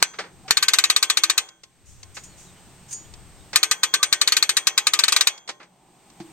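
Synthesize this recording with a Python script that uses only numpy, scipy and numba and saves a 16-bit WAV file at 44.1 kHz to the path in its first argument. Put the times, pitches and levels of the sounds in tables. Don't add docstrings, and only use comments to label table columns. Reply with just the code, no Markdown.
import sys
import numpy as np
from scipy import signal
from scipy.fft import rfft, irfft, next_fast_len
from scipy.io import wavfile
from scipy.ndimage import uniform_filter1d, map_coordinates
from numba import njit

SR = 44100
rng = np.random.default_rng(int(sys.argv[2]) if len(sys.argv) > 2 else 0)


def bounce(signal):
    frames = np.transpose(np.atleast_2d(signal))
    limited = np.clip(frames, -1, 1)
    pcm = np.round(limited * 32767).astype(np.int16)
    wavfile.write(sys.argv[1], SR, pcm)


N = 278712
TIME = np.arange(N) / SR
AGE = np.arange(SR * 3 // 4) / SR
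SIDES = np.array([[.5], [-.5]])

# f/Hz, level/dB, t60/s
ARCH_MODES = [(328, -54, .5), (372, -55, .4), (435, -54, .35), (598, -56, .46), (770, -54, .35),
              (829, -53, .5), (1060, -43, .3), (1540, -48, .5), (1875, -43, .22), (2200, -45, .3),
              (3273, -41, .4), (3305, -46, .3), (3413, -41, .3), (6245, -41, .5), (6350, -42, .4),
              (6500, -42, .3), (6750, -43, .28), (8495, -38, .2), (11628, -46, .17), (14310, -55, .3)]
# f/Hz, level/dB
CLATTER_SPECTRUM = [(100, -45), (400, -21.5), (750, -15), (1150, 7), (1420, 2.5), (2400, -3), (3300, -4),
                    (4300, 3), (5600, -1.5), (7200, 1), (9000, -5), (9800, -9), (12300, -8), (15500, -29.5)]
# f/Hz, level/dB
KNOCK_SPECTRUM = [(80, -35.5), (250, -8), (450, -0.5), (750, -4.5), (1100, -1), (2100, 1.5), (3000, -3.5),
                  (4300, -0.5), (7500, -8), (14000, -40.5)]
# t/s, level/dB, t60/s, slack knock level/dB
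SHARP_CRACKS = [(0.0262, 12, 0.011, -39), (.508, 9, 0.013, -28), (3.559, 0.5, 0.028, -24.5)]


def amp(db):
    return 10 ** (np.asarray(db) / 20)


def unit(x):
    return x / np.sqrt(np.mean(x ** 2) + 1e-20)


def along(points, hz):
    f, v = np.transpose(points)
    return np.interp(np.log(hz + 1), np.log(f + 1), v)


def fade(t60):
    return np.exp(-np.log(1000) * AGE / t60)


def rise(tau):
    return 1 - np.exp(-AGE / tau)


def tone(hz):
    return np.sin(2 * np.pi * np.cumsum(hz) / SR)


def wobble(rate):
    return map_coordinates(rng.standard_normal(200), [TIME * rate], mode="mirror")


def add(track, s, sound):
    start = max(round(s * SR), 0)
    track[:, start:start + sound.shape[-1]] += sound[..., :N - start]


def filtered(x, response):
    n = x.shape[-1]
    m = next_fast_len(n + 2048)
    return irfft(rfft(x, m) * response(np.fft.rfftfreq(m, 1 / SR)), m)[..., :n]


def shaped(x, curve):
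    return filtered(x, lambda hz: amp(along(curve, hz)))


def noise(spectrum, size, bright_db=0):
    # f/Hz, correlation
    coherence = [(100, 1), (1200, 0.73), (2500, 0.75), (4500, 0.38), (7000, 0.28), (12000, 0.68)]

    def mid_side(hz):
        turn = np.arccos(np.clip(along(coherence, hz), -1, 1)) / 2
        tilt = bright_db * along([(1500, 0), (7000, 1)], hz)
        return amp(along(spectrum, hz) + tilt) * np.array([np.cos(turn), np.sin(turn)])
    mid, side = filtered(rng.standard_normal((2, size)), mid_side)
    return unit(np.array([mid + side, mid - side]))


def damped(x, t60s):
    hz, t, bands = signal.stft(x, SR, nperseg=128)
    decay = np.exp(-np.log(1000) * t / along(t60s, hz)[:, None])
    return signal.istft(bands * decay, SR, nperseg=128)[1][:, :x.shape[-1]]


def ring(modes, scatter_db, spread_rad):
    out = np.zeros((2, len(AGE)))
    for hz, db, t60, *pan in modes:
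        t = AGE[AGE < 1.2 * t60]
        strength, left, right = rng.standard_normal(3)
        phase = rng.uniform(0, 2 * np.pi) + spread_rad * np.array([[left], [right]])
        gain = amp(db + scatter_db * strength + sum(pan) * SIDES)
        out[:, :len(t)] += gain * np.sin(2 * np.pi * hz * t + phase) * fade(t60)[:len(t)]
    return out * rise(0.0004)


def wind():
    # t/s, level/dB
    gusts = [(.35, -57.5), (1.88, -43), (2.65, -59), (3.17, -48.5)]
    # f/Hz, level/dB
    buffet = [(20, -2), (50, 3), (100, 4.5), (200, -22.5), (500, -31), (1500, -68.5)]
    calm_db, rise_s, fall_s = -61.5, 0.055, 0.2
    strength = amp(calm_db)
    for s, db in gusts:
        strength += amp(db) * np.exp(-np.maximum((s - TIME) / rise_s, (TIME - s) / fall_s))
    eddies = amp(2 * np.array([wobble(12), wobble(16)]))
    pressure = unit(eddies * shaped(rng.standard_normal((2, N)), buffet))
    return strength * pressure * amp([[2], [-2.5]])


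def engine():
    # f/Hz, level against the noise/dB
    lines = [(132, -4), (179, -5.5)]
    # f/Hz, level/dB
    drone = [(60, -16.5), (105, -20.5), (132, 1.5), (152, -2.5), (180, 1.5), (230, -7), (370, -5),
             (500, -16), (800, -7), (1150, -16), (3000, -49.5)]
    # t/s, level/dB
    envelope = [(.4, -51.5), (1.85, -59), (2.65, -56), (3.5, -55.5), (5.6, -48), (6.3, -55.5)]
    hum = sum(amp(db + 2.2 * wobble(13)) * tone(hz * (1 + .015 * wobble(13))) for hz, db in lines)
    return amp(np.interp(TIME, *np.transpose(envelope))) * (noise(drone, N) + hum)


def field_air():
    # f/Hz, level/dB
    ambient = [(100, 1), (400, -1), (800, -8), (1500, -6), (3000, -7.5), (5500, -11), (8000, -7),
               (9300, -18.5), (16000, -22)]
    return amp(-53.5) * noise(ambient, N)


def knocks():
    # t/s, level/dB, brightness/dB
    impacts = [(.135, -30, -8.5), (0.186, -14.5, -7), (.237, -32, -15), (1.487, -20, 17),
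               (1.634, -23.5, 11), (2.03, -29, 17.5), (2.167, -28.5, -1), (3.137, -37, 15.5),
               (5.377, -17, 15), (5.476, -14.5, 7), (5.489, -5.5, 1.5), (5.598, -26.5, -15),
               (5.628, -31.5, 0), (6.1, -42.5, 17)]
    slack_s, halving_db = 0.029, 14.5
    slack = [(s - slack_s, db, 0) for s, _, _, db in SHARP_CRACKS]
    out = np.zeros((2, N))
    for s, db, bright_db in impacts + slack:
        t60 = 0.08 * .5 ** (bright_db / halving_db)
        knock = noise(KNOCK_SPECTRUM, len(AGE), bright_db) * fade(t60)
        arch = ring(ARCH_MODES, scatter_db=3, spread_rad=0.88)
        arch = shaped(arch, [(500, 7), (1500, 4), (6500, -8.5)])
        add(out, s, amp(db + 2) * (knock + amp(9) * arch) * rise(0.036 * t60))
    return out


def ratchet():
    drops = [0.0261, .508, .570, .626, .683, .735, .786, .839, 0.8997, .963, 1.027, 1.099, 1.1711, 1.2356,
             1.298, 1.378, 3.559, 3.63, 3.712, 3.833, 3.939, 4.029, 4.1265, 4.214, 4.275, 4.321, 4.367,
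             4.426, 4.492, 4.5682, 4.670, 4.7773, 4.869, 4.935, 4.990, 5.037, 5.081, 5.122, 5.163, 5.209,
             5.271]
    # t/s, level/dB
    force = [(0, 9), (.62, 8.5), (.96, 18), (1.38, 17.5), (3.6, 15), (4.3, 12.5), (4.6, 17), (5.1, 14.5),
             (5.27, 22.5)]
    # f/Hz, t60/s
    plate_decay = [(300, 0.091), (1200, 0.027), (2500, 0.11), (4500, 0.049), (7000, 0.063), (12000, 0.032)]
    # f/Hz, level/dB
    rattle = [(150, -26), (350, -5.5), (480, -0.5), (620, -4.5), (800, 1), (1200, -1.5), (2500, -7),
              (6000, -31.5)]
    # f/Hz, left minus right/dB
    balance = [(200, 12.5), (700, 2.5), (1300, 2.5), (2500, -2.5), (4200, 3.5), (5600, 1.5), (7000, 5.5),
               (9000, -3.5), (10500, -1.5), (12000, 11), (15000, 19.5)]
    # f/Hz, level/dB, t60/s, left minus right/dB
    winch_modes = [(1163, -28, 0.06, 0), (1238, -27, 0.076, 2), (1550, -27, 0.083, 0), (1776, -33, 0.1, -1),
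                   (1906, -32, 0.087, -1), (2261, -29, 0.06, -2), (2412, -27, 0.06, -4),
                   (2530, -27, 0.09, -5), (3015, -31, 0.1, -4), (3295, -33, 0.1, 3), (3424, -32, 0.1, 1),
                   (3714, -13, 0.046, 4), (3854, -15, 0.048, 6), (4081, -23, 0.058, 8),
                   (4350, -9, 0.039, 6), (4457, -20, 0.065, 3), (4996, -21, 0.05, 7), (5706, -31, 0.097, 7),
                   (6051, -25, 0.1, 7), (6148, -25, 0.06, 4), (6901, -29, 0.086, 1), (7009, -22, 0.051, 7),
                   (7300, -25, 0.077, 0), (7547, -31, 0.06, 3), (7709, -26, 0.069, -2), (8495, -30, 0.1, 0),
                   (8818, -31, 0.076, -3), (9022, -29, 0.071, -2), (11628, -33, 0.072, 9),
                   (12575, -30, 0.041, 12)]
    # f/Hz, gain/dB
    arch_response = [(350, -1), (800, -0.5), (1060, -3.5), (1540, 1), (2200, 1.5), (3300, 1.5),
                     (6300, -3.5), (8500, -0.5), (12000, -2.5)]
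    thump_spectrum = [(30, -27), (150, -11.5), (400, -6.5), (1500, -15), (5000, -27.5)]  # f/Hz, level/dB
    usual_wait_s, standstill_s = 0.075, 0.084
    hardness, usual_force_db = 0.24, 13
    levels = np.interp(drops, *np.transpose(force))
    tilts = hardness * (levels - usual_force_db)
    waits = np.minimum(np.diff(drops, prepend=-np.inf), standstill_s)
    teeth = list(zip(drops, levels, tilts, np.log2(waits / usual_wait_s)))
    out, arch = np.zeros((2, N)), np.zeros((2, N))
    size, slip_size = SR // 5, SR // 100
    chatter = 1 - 0.95 * np.exp(-AGE[:size] / 0.0034)
    for s, db, tilt_db, slowness in teeth:
        bright_db = 4 + 2 * slowness + tilt_db
        thump_db = -40 + 1.5 * slowness + 7.5 * rng.uniform(-0.91, 1)
        clatter = amp(-9) * chatter * damped(noise(CLATTER_SPECTRUM, size, bright_db), plate_decay)
        thump = amp(thump_db) * noise(thump_spectrum, size) * fade(0.032)[:size]
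        add(out, s, amp(db) * (clatter + thump))
        slip = damped(noise(CLATTER_SPECTRUM, size, bright_db=-12.5), plate_decay)[:, :slip_size]
        add(out, s - slip_size / SR, amp(db - 29.5) * slip * np.linspace(0, 1, slip_size) ** 2)
        add(out, s, amp(db - 42.5) * noise(rattle, len(AGE)) * fade(0.38))
    out = filtered(out, lambda hz: amp(along(balance, hz) * SIDES))
    for s, db, tilt_db, slowness in teeth:
        pawl_db = -2 - slowness
        drum_db = -tilt_db
        detune = 1 + 0.0017 * rng.standard_normal(len(winch_modes))
        modes = [(hz * ratio, level + pawl_db * (3600 < hz < 4600) + drum_db * (hz < 2000), t60, pan)
                 for ratio, (hz, level, t60, pan) in zip(detune, winch_modes)]
        add(out, s, amp(db + .5) * ring(modes, scatter_db=3, spread_rad=0.22))
        add(arch, s, amp(db - 1.5) * ring(ARCH_MODES, scatter_db=4, spread_rad=0.67))
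    return out + shaped(arch, arch_response)


def cracks():
    out = np.zeros((2, N))
    for s, db, t60, _ in SHARP_CRACKS:
        crack = noise(CLATTER_SPECTRUM, len(AGE), bright_db=1)
        add(out, s, amp(db) * crack * fade(t60) * rise(0.00057))
    return out


def bearing():
    # centre t/s, f/Hz, level/dB, length/s
    squeaks = [(0.464, 772, -40.5, 0.05), (4.013, 1173, -22.5, 0.057), (4.968, 1207, -21, 0.069)]
    out = np.zeros((2, N))
    for s, hz, db, length in squeaks:
        swell = np.hanning(int(length * SR))
        waver = unit(uniform_filter1d(rng.standard_normal(len(swell)), size=100))
        add(out, s - length / 2, amp(db) * swell * tone(hz * (1 + 0.022 * waver)))
    return out


def chain():
    # t/s, level/dB, t60 of the scrape/s
    touches = [(1.85, -43.5, 0.46), (2.143, -38.5, .17), (2.234, -40.5, .08), (2.37, -46, 0.35),
               (2.88, -43.5, 0.24), (2.908, -36.5, 0.081), (2.926, -33, .05)]
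    # f/Hz, level/dB, t60/s
    link_modes = [(4770, -17, .3), (5642, -17, .29), (5835, -16, .35), (6126, -11, .15), (6465, -4, .13),
                  (6821, -3, .3), (7235, -5, .1), (7440, -7, .13), (8646, 0, .12)]
    # f/Hz, level/dB
    friction = [(500, -17), (2500, -1.5), (4500, -3.5), (6500, 11.5), (8700, 5), (10000, -9), (15000, -13)]
    out = np.zeros((2, N))
    for s, db, t60 in touches:
        scrape = noise(friction, len(AGE)) * fade(t60)
        link = amp(28.5 + 0.9 * db) * ring(link_modes, scatter_db=1.5, spread_rad=.7)
        add(out, s, amp(db + 7.5) * (scrape + link) * rise(0.099 * t60))
    return out


def bird():
    # t/s, length/s, start f/Hz, end f/Hz
    whistles = [(2.27, .1, 4700, 3950), (2.44, .1, 4000, 3450), (2.55, .06, 3200, 2950),
                (3.02, .06, 2900, 3400), (3.37, .08, 3400, 3950)]
    out = np.zeros((2, N))
    for s, length, start_hz, end_hz in whistles:
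        size = int(length * SR)
        waver, flutter = (unit(uniform_filter1d(rng.standard_normal(size), size=200)) for _ in range(2))
        pitch = np.linspace(start_hz, end_hz, size) * (1 + .025 * waver)
        add(out, s, amp(-58.5 + 2 * flutter) * np.hanning(size) * tone(pitch))
    return out


def bump():
    # f/Hz, level/dB, t60/s
    low_modes = [(143.6, -41, 0.12), (191.3, -31, 0.059), (315.4, -43, 0.414), (339.6, -38.5, 0.21),
                 (737, -31.5, 0.023), (840, -37, 0.034)]
    out = np.zeros((2, N))
    body = amp(6.5) * ring(low_modes, scatter_db=1, spread_rad=.3) * rise(.003)
    contact = amp(-39.5) * noise(KNOCK_SPECTRUM, len(AGE)) * fade(0.11)
    add(out, s=6.201, sound=body + contact)
    return out


def yard(x):
    # f/Hz, t60/s
    decay = [(200, 0.57), (1500, 0.25), (4000, 0.16), (7000, 0.26), (12000, 0.038)]
    tail = damped(rng.standard_normal((2, SR // 2)), decay) * rise(0.061)[:SR // 2]
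    return signal.fftconvolve(x, tail / np.linalg.norm(tail[0]), axes=1)[:, :N]


def camera_lift(x):
    # f/Hz, gain/dB
    raised = [(40, -3), (130, -4.5), (250, 1), (450, -1), (800, 4.5), (1500, -1), (2400, 1.5), (5600, 0),
              (12000, 1)]
    middle_s, length_s = 5.0, .5
    height = np.clip((TIME - middle_s) / length_s + .5, 0, 1)
    return (1 - height) * x + height * shaped(x, raised)


def scene():
    # f/Hz, phase/rad
    lead = [(200, 0.18), (1300, 0.12), (2200, 0.11), (3200, 1.6), (3800, 2.2), (5000, 1.66), (6300, 1.5),
            (7200, 1.7), (8500, 0.75), (9500, 2.4), (11000, 5.3), (15000, 1.2)]
    winch = ratchet() + knocks() + bearing() + cracks()
    winch = filtered(winch, lambda hz: np.exp(1j * along(lead, hz) * SIDES))
    steel = winch + chain() + bump()
    return camera_lift(steel + amp(-29) * yard(steel) + bird() + wind() + engine() + field_air())


@njit
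def gain_control(excess_db, attack_s, release_db_per_s):
    out, held = np.zeros(len(excess_db)), 0.
    for i in range(len(excess_db)):
        held = max(held - release_db_per_s / SR, 0.)
        if excess_db[i] > held:
            held += (excess_db[i] - held) / (attack_s * SR)
        out[i] = held
    return out


def record(dry):
    # f/Hz, level/dB
    whine = [(8250, -58), (8280, -68)]
    threshold_db, top_hz = -4, 16300
    x = dry + sum(amp(db) * np.sin(2 * np.pi * hz * TIME) for hz, db in whine)
    excess_db = 20 * np.log10(np.abs(x).max(0) / amp(threshold_db) + 1e-9)
    cut_db = gain_control(excess_db, attack_s=0.00063, release_db_per_s=21)
    x = x * amp(-uniform_filter1d(cut_db, size=24))
    return filtered(np.clip(x, -1, 1), lambda hz: hz < top_hz)


dry = scene()
out = record(dry)
bounce(out)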